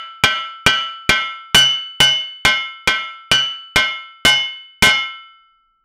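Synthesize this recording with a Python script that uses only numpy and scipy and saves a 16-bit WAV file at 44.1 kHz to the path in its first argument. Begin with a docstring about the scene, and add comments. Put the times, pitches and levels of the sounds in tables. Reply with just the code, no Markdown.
"""Sharp, ringing blows, about two a second: a hammer taps a steel bush into a cast axle beam.
Each impact cracks, thumps the bench and excites the casting's modes, whose strengths depend on where
round the rim it lands; the workshop walls give back a short wash. Near the end the beam hops on the
bench and a faint rumble grows. The close microphone overloads lopsidedly, and a gain control ducks
after each blow."""
import sys
import numpy as np
from scipy import signal
from scipy.io import wavfile
from scipy.ndimage import minimum_filter1d

SR = 44100
rng = np.random.default_rng(int(sys.argv[2]) if len(sys.argv) > 2 else 0)


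def store_wav(level_fs):
    """Save 16-bit WAV to argv[1]."""
    pcm = np.round(np.clip(np.atleast_2d(level_fs), -1, 1) * 32767)
    wavfile.write(sys.argv[1], SR, pcm.T.astype(np.int16))


N = 257544

# Hammer blows round the rim of the bush; levels in all tables are relative:
# (time [s], ring force [dB], spot on the rim [degrees], crack and wash level [dB], thump level [dB])
BLOWS = [(-0.195, -3.5, 351, -1.5, 0), (0.2371, -.5, 357, 0, -0.5), (0.6637, 1, 333.4, 2, 0.5),
         (1.0924, 1, 388, 1, 3), (1.5460, 1, 250.5, 4.5, 2.5), (2.0032, -2.5, 216, 2.5, -7),
         (2.4503, 0.5, 427, -0.5, 2.5), (2.8747, 0, 391.4, 0.5, -3), (3.3145, -2, 278, 1.5, -8.5),
         (3.7593, 0, 421, 1.5, 0), (4.2505, -0.5, 134.3, 4.5, -12.5), (4.8237, 5, 430.6, 6.5, 2)]
# Modes of the bench: (frequency [Hz], level [dB], t60 [s])
BENCH_MODES = [(141, -9.5, 0.055), (198.6, -9.5, 0.082), (410, -13.5, 0.11)]
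# The beam lands on the bench after a hop: (time [s], level [dB])
LANDINGS = [(4.869, 1)]
# Modes of the casting; close pairs beat: (frequency [Hz], level [dB], t60 [s])
CASTING_MODES = [(609, -26, .35), (631, -27, .48), (1633, -32, .6), (1035, -21, .3), (1038.5, -23, .5),
                 (1331.6, -16, .86), (1332, -37, 2.2), (1539.5, -5, .5), (1543, -32, .9), (1957, -15, .42),
                 (2148.6, -8, .6), (2148.6, -40, 1.15), (2350, -25, .5), (2372, -6, .09), (2376, -14, .55),
                 (2763, -28, .52), (2852, -11, .48), (2964, -27, .7), (2988.8, -34, 1.2),
                 (2988.8, -7.5, .68), (3250, -13, .6), (3244, -30, .58), (3502, -25, .4), (3507, -21, .55),
                 (3690, -24, .16), (4317, -33, .47), (4581, -34, .3), (4468, -28, .55), (4780, -46, .9),
                 (4864, -26, .38), (5173, -36, .42), (6191, -33, .38), (6214, -35, .43), (6429, -37, .36),
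                 (7012, -37, .38), (7155, -45, .39), (7955, -47, .42), (9052, -46, .45), (9226, -48, .33),
                 (10240, -45, .4), (12613, -60, .32), (13592, -62, .32)]
# Main rings of the casting, each made of the modes within 1% of it: (frequency [Hz])
MAIN_RINGS_HZ = [1037, 1331, 1540, 1957, 2148, 2362, 2851, 2976, 3249, 3506, 4468, 4780, 4864, 6200, 6429,
                 7012, 9052, 9226, 10240]
# Response of each main ring round the rim: (level [dB], swing [0-1], loudest spot [degrees])
RING_SHAPES = [(0, 0.9, 107), (-2, 0.99, 357.6), (1, 0.1, 176), (-4.5, 1, 374), (2.5, .91, 129.3),
               (2.5, .42, 347), (3.5, 0.5, 206), (5, 0.79, 201), (0, 0.8, 379), (4, 0.7, 130),
               (-0.5, 0.9, 212), (0.5, .3, 81), (2, .5, 300), (-1.5, 0, 310), (-1, 1, 280), (0.5, 0.2, 140),
               (-0.5, 0.6, 180), (3, .6, 180), (-7.5, 0.9, 365)]
# Spectrum of the wash: (frequency [Hz], spectral density level [dB])
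WASH_SPECTRUM = [(60, -21), (150, -10), (400, -8.5), (1000, 3.5), (2500, -2), (5000, -10), (9000, -24.5),
                 (16000, -26)]
# Decay of the wash: (frequency [Hz], t60 [s])
WASH_DECAY = [(60, 0.35), (300, 0.49), (1000, 0.49), (3000, 0.62), (7000, 0.14), (15000, 0.18)]
# The rumble grows as the work ends: (time [s], level [dB])
RUMBLE_LEVELS = [(0, -90), (4.199, -92), (4.4, -59.5), (4.8, -68), (5.001, -52), (5.84, -59)]

CRACK_DB, CRACK_RISE_S, CRACK_T60_S, CRACK_HZ = 3.5, 0.00017, 0.099, 3250
SAG, SAG_S = .002, .1   # ringing starts flat by this share of its pitch, then settles
# Some rings hold while the beam is off the bench and are choked when it settles.
CHOKED_HZ, CHOKE_AFTER_S, CHOKE_WIDTH_S, CHOKE_DB = [1539.5, 2376, 3250], .109, .007, -19
SPREAD_DB = 3   # scatter of the other modes from blow to blow
WASH_DB, WASH_RISE_S = -12, 0.0026
ECHO_DB, ECHO_T60_S = -12.5, .42
DIP_DB, DIP_AFTER_S, DIP_WIDTH_S = -3.5, 0.051, 0.038
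RUMBLE_HZ, MURMUR_DB, MURMUR_HZ, HISS_DB = 32, -82, 300, -105
SQUARE_LAW, CUBE_LAW, CEILING_UP, CEILING_DOWN = 0.4, 0.093, .8, 1.65   # microphone overload
HOLD_S, RELEASE_DB_PER_S = 0.015, 80
COUPLING_HZ, CLIP, STOPBAND_HZ = 45, .93, 16900


def from_db(db):
    """Amplitude ratio of a level in decibels."""
    return 10 ** (np.asarray(db) / 20)


def at_hz(table, hz):
    """Linear interpolation on a logarithmic frequency axis."""
    frequencies, values = np.transpose(table)
    return np.interp(np.log(hz), np.log(frequencies), values)


def decay(age, t60):
    """Exponential damping: the amplitude falls 60 dB in t60 seconds."""
    return np.exp(-np.log(1000) * age / t60)


def butter(x, hz, kind):
    """Maximally flat filtering from a second-order Butterworth prototype."""
    return signal.sosfilt(signal.butter(2, hz, kind, fs=SR, output="sos"), x)


def since_blow():
    """Each impact is a new time origin: the latest blow's index and its age [s] at every sample."""
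    starts, now = np.array(BLOWS)[:, 0], np.arange(N) / SR
    latest = np.searchsorted(starts, now, side="right") - 1
    return latest, now - starts[latest]


def hammer_crack(age):
    """Impact noise: the brief contact of steel on steel radiates a broadband burst."""
    envelope = (1 - np.exp(-age / CRACK_RISE_S)) * decay(age, CRACK_T60_S)
    return from_db(CRACK_DB) * envelope * butter(rng.standard_normal(N), CRACK_HZ, "low")


def free_vibration(modes, strength_db, latest, age):
    """Superposition of damped modes: each contact stops the old ring and starts anew, inward first."""
    sagged_age = age - SAG * SAG_S * (1 - np.exp(-age / SAG_S))
    choke_db = CHOKE_DB * (.5 + .5 * np.tanh((age - CHOKE_AFTER_S) / CHOKE_WIDTH_S))
    out = np.zeros(N)
    for (hz, level_db, t60), blow_db in zip(modes, strength_db):
        gain = from_db(level_db + blow_db[latest] + choke_db * (hz in CHOKED_HZ))
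        out -= gain * decay(age, t60) * np.sin(2 * np.pi * hz * sagged_age)
    return out


def bench_thump(latest, age):
    """Impulse response of the bench: blows and the beam's landing excite low, heavily damped modes."""
    thump_db = np.array(BLOWS)[:, 4]
    out = free_vibration(BENCH_MODES, [thump_db] * len(BENCH_MODES), latest, age)
    for start, landing_db in LANDINGS:
        landing_age = np.maximum(np.arange(N) / SR - start, 0)
        out += free_vibration(BENCH_MODES, [[landing_db]] * len(BENCH_MODES), 0, landing_age)
    return out


def casting_ring(latest, age):
    """Modal excitation: main rings follow the force and spot of a blow; other modes vary by chance."""
    strength_db = SPREAD_DB * rng.normal(0, 1, (len(BLOWS), len(CASTING_MODES))).T
    _, force_db, spot = np.array(BLOWS)[:, :3].T
    mode_hz = np.array(CASTING_MODES)[:, 0]
    for ring_hz, (level_db, swing, loudest_spot) in zip(MAIN_RINGS_HZ, RING_SHAPES):
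        in_ring = np.abs(mode_hz / ring_hz - 1) < .01
        shape = 1 + swing * np.cos(np.radians(spot - loudest_spot))
        shape_db = 10 * np.log10(shape ** 2 + .003)   # a blow on a node still rings faintly
        strength_db[in_ring] = force_db + level_db + shape_db
    return free_vibration(CASTING_MODES, strength_db, latest, age)


def diffuse_wash(age):
    """Modal overlap: reflections and many weak modes merge into noise, each band dying at its own rate."""
    white = rng.standard_normal((2, N))   # neighbouring bands take independent noise
    edges = 50 * 2 ** np.arange(0, 8.5, 1 / 3)   # third octaves [Hz]
    wash = np.zeros(N)
    for k, (low, high) in enumerate(zip(edges, edges[1:])):
        centre_hz = np.sqrt(low * high)
        band = butter(white[k % 2], [low, high], "band")
        wash += from_db(at_hz(WASH_SPECTRUM, centre_hz)) * decay(age, at_hz(WASH_DECAY, centre_hz)) * band
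    return from_db(WASH_DB) * (1 - np.exp(-age / WASH_RISE_S)) * wash


def wall_echo(x):
    """Reverberation: convolution with decaying noise stands for dense reflections from the walls."""
    response = rng.standard_normal(SR // 2) * decay(np.arange(SR // 2) / SR, ECHO_T60_S)
    response /= np.sqrt(np.sum(response ** 2))
    return from_db(ECHO_DB) * signal.fftconvolve(x, response)[:N]


def level_dip(latest, age):
    """Amplitude modulation: the level dips briefly after blows near 0 degrees on the rim."""
    spot = np.radians(np.array(BLOWS)[latest, 2])
    depth_db = DIP_DB * np.maximum(np.cos(spot), 0) ** 2
    bell_curve = np.exp(-.5 * ((age - DIP_AFTER_S) / DIP_WIDTH_S) ** 2)
    return from_db(depth_db * bell_curve)


def workshop_noise():
    """Ambient noise: low-pass filtering gives a deep rumble and a room murmur, with a trace of hiss."""
    rumble, murmur, hiss = rng.standard_normal((3, N))
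    for _ in range(3):
        rumble = butter(rumble, RUMBLE_HZ, "low")
    murmur = butter(murmur, MURMUR_HZ, "low")
    rumble_db = np.interp(np.arange(N) / SR, *np.transpose(RUMBLE_LEVELS))
    return (from_db(rumble_db) * rumble / rumble.std() + from_db(MURMUR_DB) * murmur / murmur.std()
            + from_db(HISS_DB) * hiss)


def overload(x):
    """Asymmetric distortion: inward swings grow, outward ones shrink, and each meets a soft ceiling."""
    turning_point = (np.sqrt(SQUARE_LAW ** 2 + 3 * CUBE_LAW) - SQUARE_LAW) / (3 * CUBE_LAW)
    held = np.clip(x, -1.5, turning_point)   # keeps the curve from folding back
    bent = held - SQUARE_LAW * held ** 2 - CUBE_LAW * held ** 3
    ceiling = np.where(bent > 0, CEILING_UP, CEILING_DOWN)
    return bent / (1 + (bent / ceiling) ** 8) ** (1 / 8)


def duck(x, threshold_db, share, attack_s):
    """Compression: the gain falls by a share of the amount by which recent peaks pass the threshold."""
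    hold = 2 * int(HOLD_S * SR / 2) + 1
    peak = -minimum_filter1d(-np.abs(x), size=hold, origin=hold // 2, mode="constant")
    release_ramp = RELEASE_DB_PER_S * np.arange(N) / SR
    peak_db = np.maximum.accumulate(20 * np.log10(peak + 1e-9) + release_ramp, axis=1) - release_ramp
    cut_db = share * np.maximum(peak_db - threshold_db, 0)
    pole = np.exp(-1 / (attack_s * SR))
    smooth_cut_db = signal.lfilter([1 - pole], [1, -pole], cut_db)
    return x * from_db(-smooth_cut_db)


def scene():
    """Superposition: the blows, their reflections and the room's noise add at the microphone."""
    latest, age = since_blow()
    ring = casting_ring(latest, age)
    blows = ring + wall_echo(ring) + bench_thump(latest, age)
    noise_gain = from_db(np.array(BLOWS)[latest, 3])
    blows += noise_gain * (diffuse_wash(age) + hammer_crack(age))
    return (level_dip(latest, age) * blows + workshop_noise())[None]


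def record(dry):
    """A nonlinear signal chain: overload, coupling capacitor, gain control, clipping, steep top cut."""
    x = butter(overload(dry), COUPLING_HZ, "high")
    x = duck(x, threshold_db=-35.5, share=0.23, attack_s=1.3)   # follows the average loudness
    x = duck(x, threshold_db=-5.5, share=0.44, attack_s=0.0073)   # follows each blow
    top_cut = signal.cheby2(16, 90, STOPBAND_HZ, fs=SR, output="sos")
    return signal.sosfilt(top_cut, np.clip(x, -CLIP, CLIP))


dry = scene()
out = record(dry)
store_wav(out)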